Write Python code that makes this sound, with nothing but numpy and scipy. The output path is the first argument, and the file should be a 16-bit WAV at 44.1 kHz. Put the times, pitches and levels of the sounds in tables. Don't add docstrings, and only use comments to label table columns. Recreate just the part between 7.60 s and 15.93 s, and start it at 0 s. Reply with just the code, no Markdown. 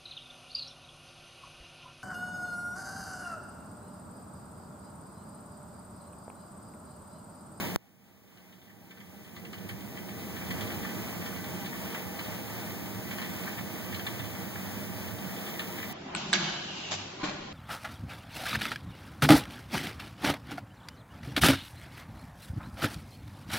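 import sys
import numpy as np
from scipy import signal
from scipy.fft import rfft, irfft, next_fast_len
from scipy.io import wavfile
from scipy.ndimage import uniform_filter1d

SR = 44100
rng = np.random.default_rng(int(sys.argv[2]) if len(sys.argv) > 2 else 0)


def dump(signal):
    limited = np.clip(np.atleast_2d(signal).T, -1, 1)
    pcm = np.round(limited * 32767).astype(np.int16)
    wavfile.write(sys.argv[1], SR, pcm)


N = 367284

# frequency in Hz, density in dB per Hz before the level settings.
ROAR_SPECTRUM = [(20, -37), (45, -86), (70, -53.5), (100, -51), (145, -58.5), (250, -61), (400, -70.5),
                 (1000, -100), (4000, -130)]
# centre in Hz, width of one filter pass in Hz (two are used), relative level in dB.
PANE_MODES = [(109, 6, 5), (132, 12, -1), (183, 22, 2.5), (195, 34, 3), (272, 20, -8), (326, 16, -5),
              (350, 16, -5), (464, 18, -7), (515, 18, -14.5), (622, 24, -9.5), (645, 26, -12),
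              (708, 26, -14.5), (803, 32, -12.5), (928, 36, -16.5), (1165, 80, -20.5), (1527, 30, -19),
              (1792, 60, -19), (1991, 20, -13.5)]
# peak in seconds, release in seconds, rise of the rumble in dB, rise of the rush in dB.
GUST_EVENTS = [(0.05, 0.08, 4, 6), (1.93, 0.63, 6, 1.4), (3.0, 0.41, 2.8, 1.6), (4.351, 0.4, -2, 1.7),
               (5.85, 0.26, 0.5, 0.9), (6.45, 0.99, 0, 0.67), (7.95, 0.18, -1.5, 1.7)]
# middle in seconds, half length in seconds, density in dB per Hz ahead of the band filter.
SURGE_EVENTS = [(2.05, 0.14, -45.5), (5.054, 0.33, -51.5), (6.537, 0.19, -46), (7.38, 0.29, -47.5)]
# frequency in Hz, density in dB per Hz before the swell.
RUSH_SPECTRUM = [(60, -94), (200, -61), (400, -74.5), (700, -76), (1000, -79), (1400, -80), (2000, -77.5),
                 (2350, -78), (2650, -81), (3100, -81), (3600, -86), (4400, -91.5), (7700, -99),
                 (16000, -108)]
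# frequency in Hz, density in dB per Hz before the swell.
HISS_SPECTRUM = [(1000, -95), (4300, -90), (5100, -86.8), (6000, -86), (6900, -89), (7700, -90),
                 (9000, -89), (11000, -90), (13400, -85), (14200, -85.5), (15300, -80.5)]
# centre in Hz, width in Hz, relative level in dB.
DROP_MODES = [(1160, 240, -7), (1530, 160, -4), (1780, 100, 2), (1991, 36, 6), (2220, 160, 2),
              (2400, 160, -1), (2650, 110, 0), (2850, 130, 1), (3080, 220, 2.5), (3520, 450, -3),
              (4180, 450, -5.5), (8000, 8000, -22)]
# start in seconds, level in dB per Hz before the mode levels, brightness in dB.
FAT_DROPS = [(0.68, -83, 1), (0.77, -72.5, -1), (0.921, -75, 1.5), (1.014, -78, 4), (1.067, -74, -5),
             (1.097, -73, -15), (1.305, -67.5, -6), (1.369, -67, -11), (1.402, -68, -9), (1.642, -81, 4),
             (1.677, -80, -3), (1.761, -68.5, -4.5), (1.848, -69, -5), (1.928, -65.5, -1.5),
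             (1.976, -82, 5), (2.087, -64.5, -4), (2.368, -68, -7.5), (2.484, -73, -6), (2.762, -74.5, -7),
             (2.809, -69.5, -21), (2.904, -68, -3), (3.006, -71, 1), (3.098, -69.5, -16), (3.23, -75, -6),
             (3.247, -69, -18), (3.284, -76, -7), (3.612, -74.5, -8), (3.656, -71, -6), (3.758, -72, -8),
             (3.839, -77, 0), (4.056, -74.5, 2), (4.125, -69, -18), (4.344, -64, -15), (4.589, -72, -3),
             (4.644, -78.5, 0), (5.508, -67.5, -6), (5.58, -70, -7), (5.614, -68, -6), (5.643, -70, -8),
             (5.832, -84, 4), (5.869, -65, -33), (5.978, -65.5, -14), (6.323, -72, -10), (6.341, -73, 5),
             (6.391, -71, -5), (6.464, -69, 1), (6.592, -75, -0.5), (6.638, -82, 1), (6.745, -73, -14),
             (6.953, -72, -20), (7.761, -79, 2), (7.863, -75, 0), (7.99, -66.5, -1), (8.181, -69, -7),
             (8.224, -68, -10)]
# frequency in Hz, level difference in dB.
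PORT_DIFFERENCE = [(200, -1.2), (600, -1.2), (1300, -3), (2000, -5), (3200, 0), (5000, 2), (7000, 0),
                   (10500, 0), (12500, -6), (16000, -6)]

GUST_ATTACK_S = 0.17
RUMBLE_DB, RUMBLE_EASING_DB_PER_S = -1.43, 0.34
RUMBLE_WAVER_DB, PANE_WAVER_DB = 0.07, 1.8
RUSH_DB = -1.5
SURGE_HZ, SURGE_PASS_WIDTH_HZ = 103, 41
DROP_ATTACK_S, SPOT_SCATTER_DB = 0.002, 1.6
SPRAY_S, SPRAY_DB_PER_HZ, SPRAY_DECAY_S = 2.087, -78.5, 0.022
SPRAY_HZ, SPRAY_WIDTH_HZ = 10400, 8700
POP_S, POP_DB, POP_DECAY_S = 0.1603, 21.2, 0.00045
PORT_LAG_SAMPLES = 16
TOP_HZ = 15760

SIZE = next_fast_len(N + 8192)
HZ = np.maximum(np.arange(SIZE // 2 + 1) * SR / SIZE, 1)
T = np.arange(N) / SR


def undb(db):
    return 10 ** (np.asarray(db) / 20)


def noise():
    return rng.standard_normal((2, N)) * np.sqrt(SR / 2)


def filtered(x, response):
    return irfft(rfft(x, SIZE) * response, SIZE)[..., :N]


def colour(points):
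    hz, db = np.transpose(points)
    return undb(np.interp(np.log(HZ), np.log(hz), db))


def resonance(hz, width_hz):
    return 1 / (1 + 1j * (HZ / hz - hz / HZ) * hz / width_hz)


def walk(rate_hz):
    hold = int(SR / rate_hz)
    held = np.repeat(rng.standard_normal(N // hold + 1), hold)
    smooth = uniform_filter1d(uniform_filter1d(held, hold), hold)
    return 1.3 * smooth[:N]


def diffuse(pair):
    alike = np.sinc(2 * HZ * PORT_LAG_SAMPLES / SR)
    mid, side = filtered(pair, np.sqrt(np.array([1 + alike, 1 - alike]) / 2))
    return np.array([mid + side, mid - side])


def direct(x, bearing):
    lead_s = np.array([[-1], [1]]) * np.clip(bearing, -1, 1) * PORT_LAG_SAMPLES / SR / 2
    return filtered(x, np.exp(2j * np.pi * HZ * lead_s))


def gusts():
    rise_db = np.zeros((2, N))
    for peak_s, release_s, rumble_db, rush_db in GUST_EVENTS:
        attack = (np.minimum(T - peak_s, 0) / GUST_ATTACK_S) ** 2
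        release = np.maximum(T - peak_s, 0) / release_s
        rise_db += np.outer([rumble_db, rush_db], np.exp(-attack - release))
    return rise_db


def rumble(rumble_db, rush_db, pane_db, room_db, bearing):
    roar = filtered(noise(), colour(ROAR_SPECTRUM)) * undb(rumble_db - 1.0)
    leak = filtered(noise()[0], colour(ROAR_SPECTRUM)) * undb(rumble_db - 2.5)
    modes = sum(undb(pane_db + db) * resonance(hz, width_hz) ** 2 for hz, width_hz, db in PANE_MODES)
    low = 1 / (1 + (HZ / 300) ** 4)
    boom = filtered(noise()[0] * undb(rumble_db + PANE_WAVER_DB * walk(9)), modes * low)
    push = noise() * undb(room_db)
    room_low = filtered(push * undb(rumble_db), modes * low)
    room_high = filtered(push * undb(rush_db), modes * (1 - low))
    return direct(boom + leak, bearing) + diffuse(roar + room_low + room_high)


def surges(bearing, room_db):
    swell = sum(undb(db) * np.exp(-((T - s) / half_s) ** 2 / 2) for s, half_s, db in SURGE_EVENTS)
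    band = resonance(SURGE_HZ, SURGE_PASS_WIDTH_HZ) ** 2
    window = direct(filtered(noise()[0] * swell, band), bearing)
    room = diffuse(filtered(noise() * swell, band)) * undb(room_db)
    return window + room


def rain(rush_db, flutter_db):
    swell_db = rush_db + flutter_db * walk(14)
    rush = filtered(noise(), colour(RUSH_SPECTRUM)) * undb(swell_db)
    hiss = filtered(noise(), colour(HISS_SPECTRUM)) * undb(swell_db / 2)
    return diffuse(rush + hiss)


def patter(rush_db, level_db, scatter_db, count):
    when, softness, hardness = rng.random((count, 3)).T
    swell_db = 2 * rush_db[(when * N).astype(int)]
    drop_db = level_db + swell_db - scatter_db * softness
    return np.column_stack([when * N / SR, drop_db, 8 * hardness - 1.5])


def splats(rows, t60_s, grain_db):
    power = np.zeros((len(DROP_MODES), N))
    hz, width_hz, mode_db = np.transpose(DROP_MODES)
    droplets = undb(grain_db * rng.standard_normal(N))
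    grains = noise() * droplets / droplets.std()
    spots_db = SPOT_SCATTER_DB * rng.standard_normal((len(rows), len(DROP_MODES)))
    tilt = np.clip(np.log2(hz / 1900), 0, 1)
    for (s, db, bright_db), spot_db in zip(rows, spots_db):
        start = int(np.clip(s * SR, 0, N - 1))
        power[:, start] += undb(db + mode_db + spot_db + bright_db * tilt) ** 2
    fade = np.exp(-2 * np.log(1000) / (t60_s * SR))
    attack = np.exp(-1 / (DROP_ATTACK_S * SR))
    envelopes = np.sqrt(signal.lfilter([1 - attack], np.poly([fade, attack]), power + 1e-18))
    ringing = np.zeros((2, N))
    for k, envelope in enumerate(envelopes):
        mode = resonance(hz[k], width_hz[k]) * (-1) ** k
        ringing += filtered(grains * envelope, mode)
    return diffuse(ringing)


def spray():
    age_s = T - SPRAY_S
    envelope = undb(SPRAY_DB_PER_HZ) * (age_s >= 0) * np.exp(-np.abs(age_s) / SPRAY_DECAY_S)
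    return diffuse(filtered(noise() * envelope, resonance(SPRAY_HZ, SPRAY_WIDTH_HZ)))


def pop():
    age_s = T - POP_S
    pulse = (age_s >= 0) * undb(POP_DB) * np.exp(-np.abs(age_s) / POP_DECAY_S)
    return np.array([[-1], [0]]) * pulse


def scene():
    rumble_rise_db, rush_rise_db = gusts()
    easing_db = RUMBLE_EASING_DB_PER_S * T
    rumble_db = RUMBLE_DB - easing_db + rumble_rise_db + RUMBLE_WAVER_DB * walk(8.8)
    rush_db = RUSH_DB + rush_rise_db
    fat = splats(FAT_DROPS, t60_s=0.13, grain_db=6.5)
    fine_drops = patter(rush_db, level_db=-82.5, scatter_db=6.5, count=220)
    fine = splats(fine_drops, t60_s=0.064, grain_db=5.0)
    rush = rain(rush_db, flutter_db=1.07)
    roar = rumble(rumble_db, rush_db, pane_db=-55.0, room_db=-1.0, bearing=0.61)
    deep = surges(bearing=0.93, room_db=-9.5)
    shade = colour(PORT_DIFFERENCE) ** np.array([[.5], [-.5]])
    shade /= np.sqrt(np.mean(shade ** 2, axis=0))
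    return filtered(rush + roar + deep + fat + spray() + fine, shade) + pop()


def gain_control(x, ceiling_db, release_db_per_s):
    peak_db = 20 * np.log10(np.abs(x).max(axis=0) + 1e-9)
    over_db = np.maximum(peak_db - ceiling_db, 0)
    recovered_db = release_db_per_s * T
    return x * undb(recovered_db - np.maximum.accumulate(over_db + recovered_db))


def record(dry):
    ports = gain_control(dry, ceiling_db=-3.6, release_db_per_s=8.7)
    delayed_other = np.pad(ports[::-1], ((0, 0), (PORT_LAG_SAMPLES, 0)))[:, :N]
    pair = (ports - delayed_other) / np.sqrt(2)
    pair = signal.sosfilt(signal.butter(2, 55, "highpass", fs=SR, output="sos"), pair)
    return signal.sosfilt(signal.ellip(12, .2, 80, TOP_HZ, fs=SR, output="sos"), pair)


dry = scene()
out = record(dry)
dump(out)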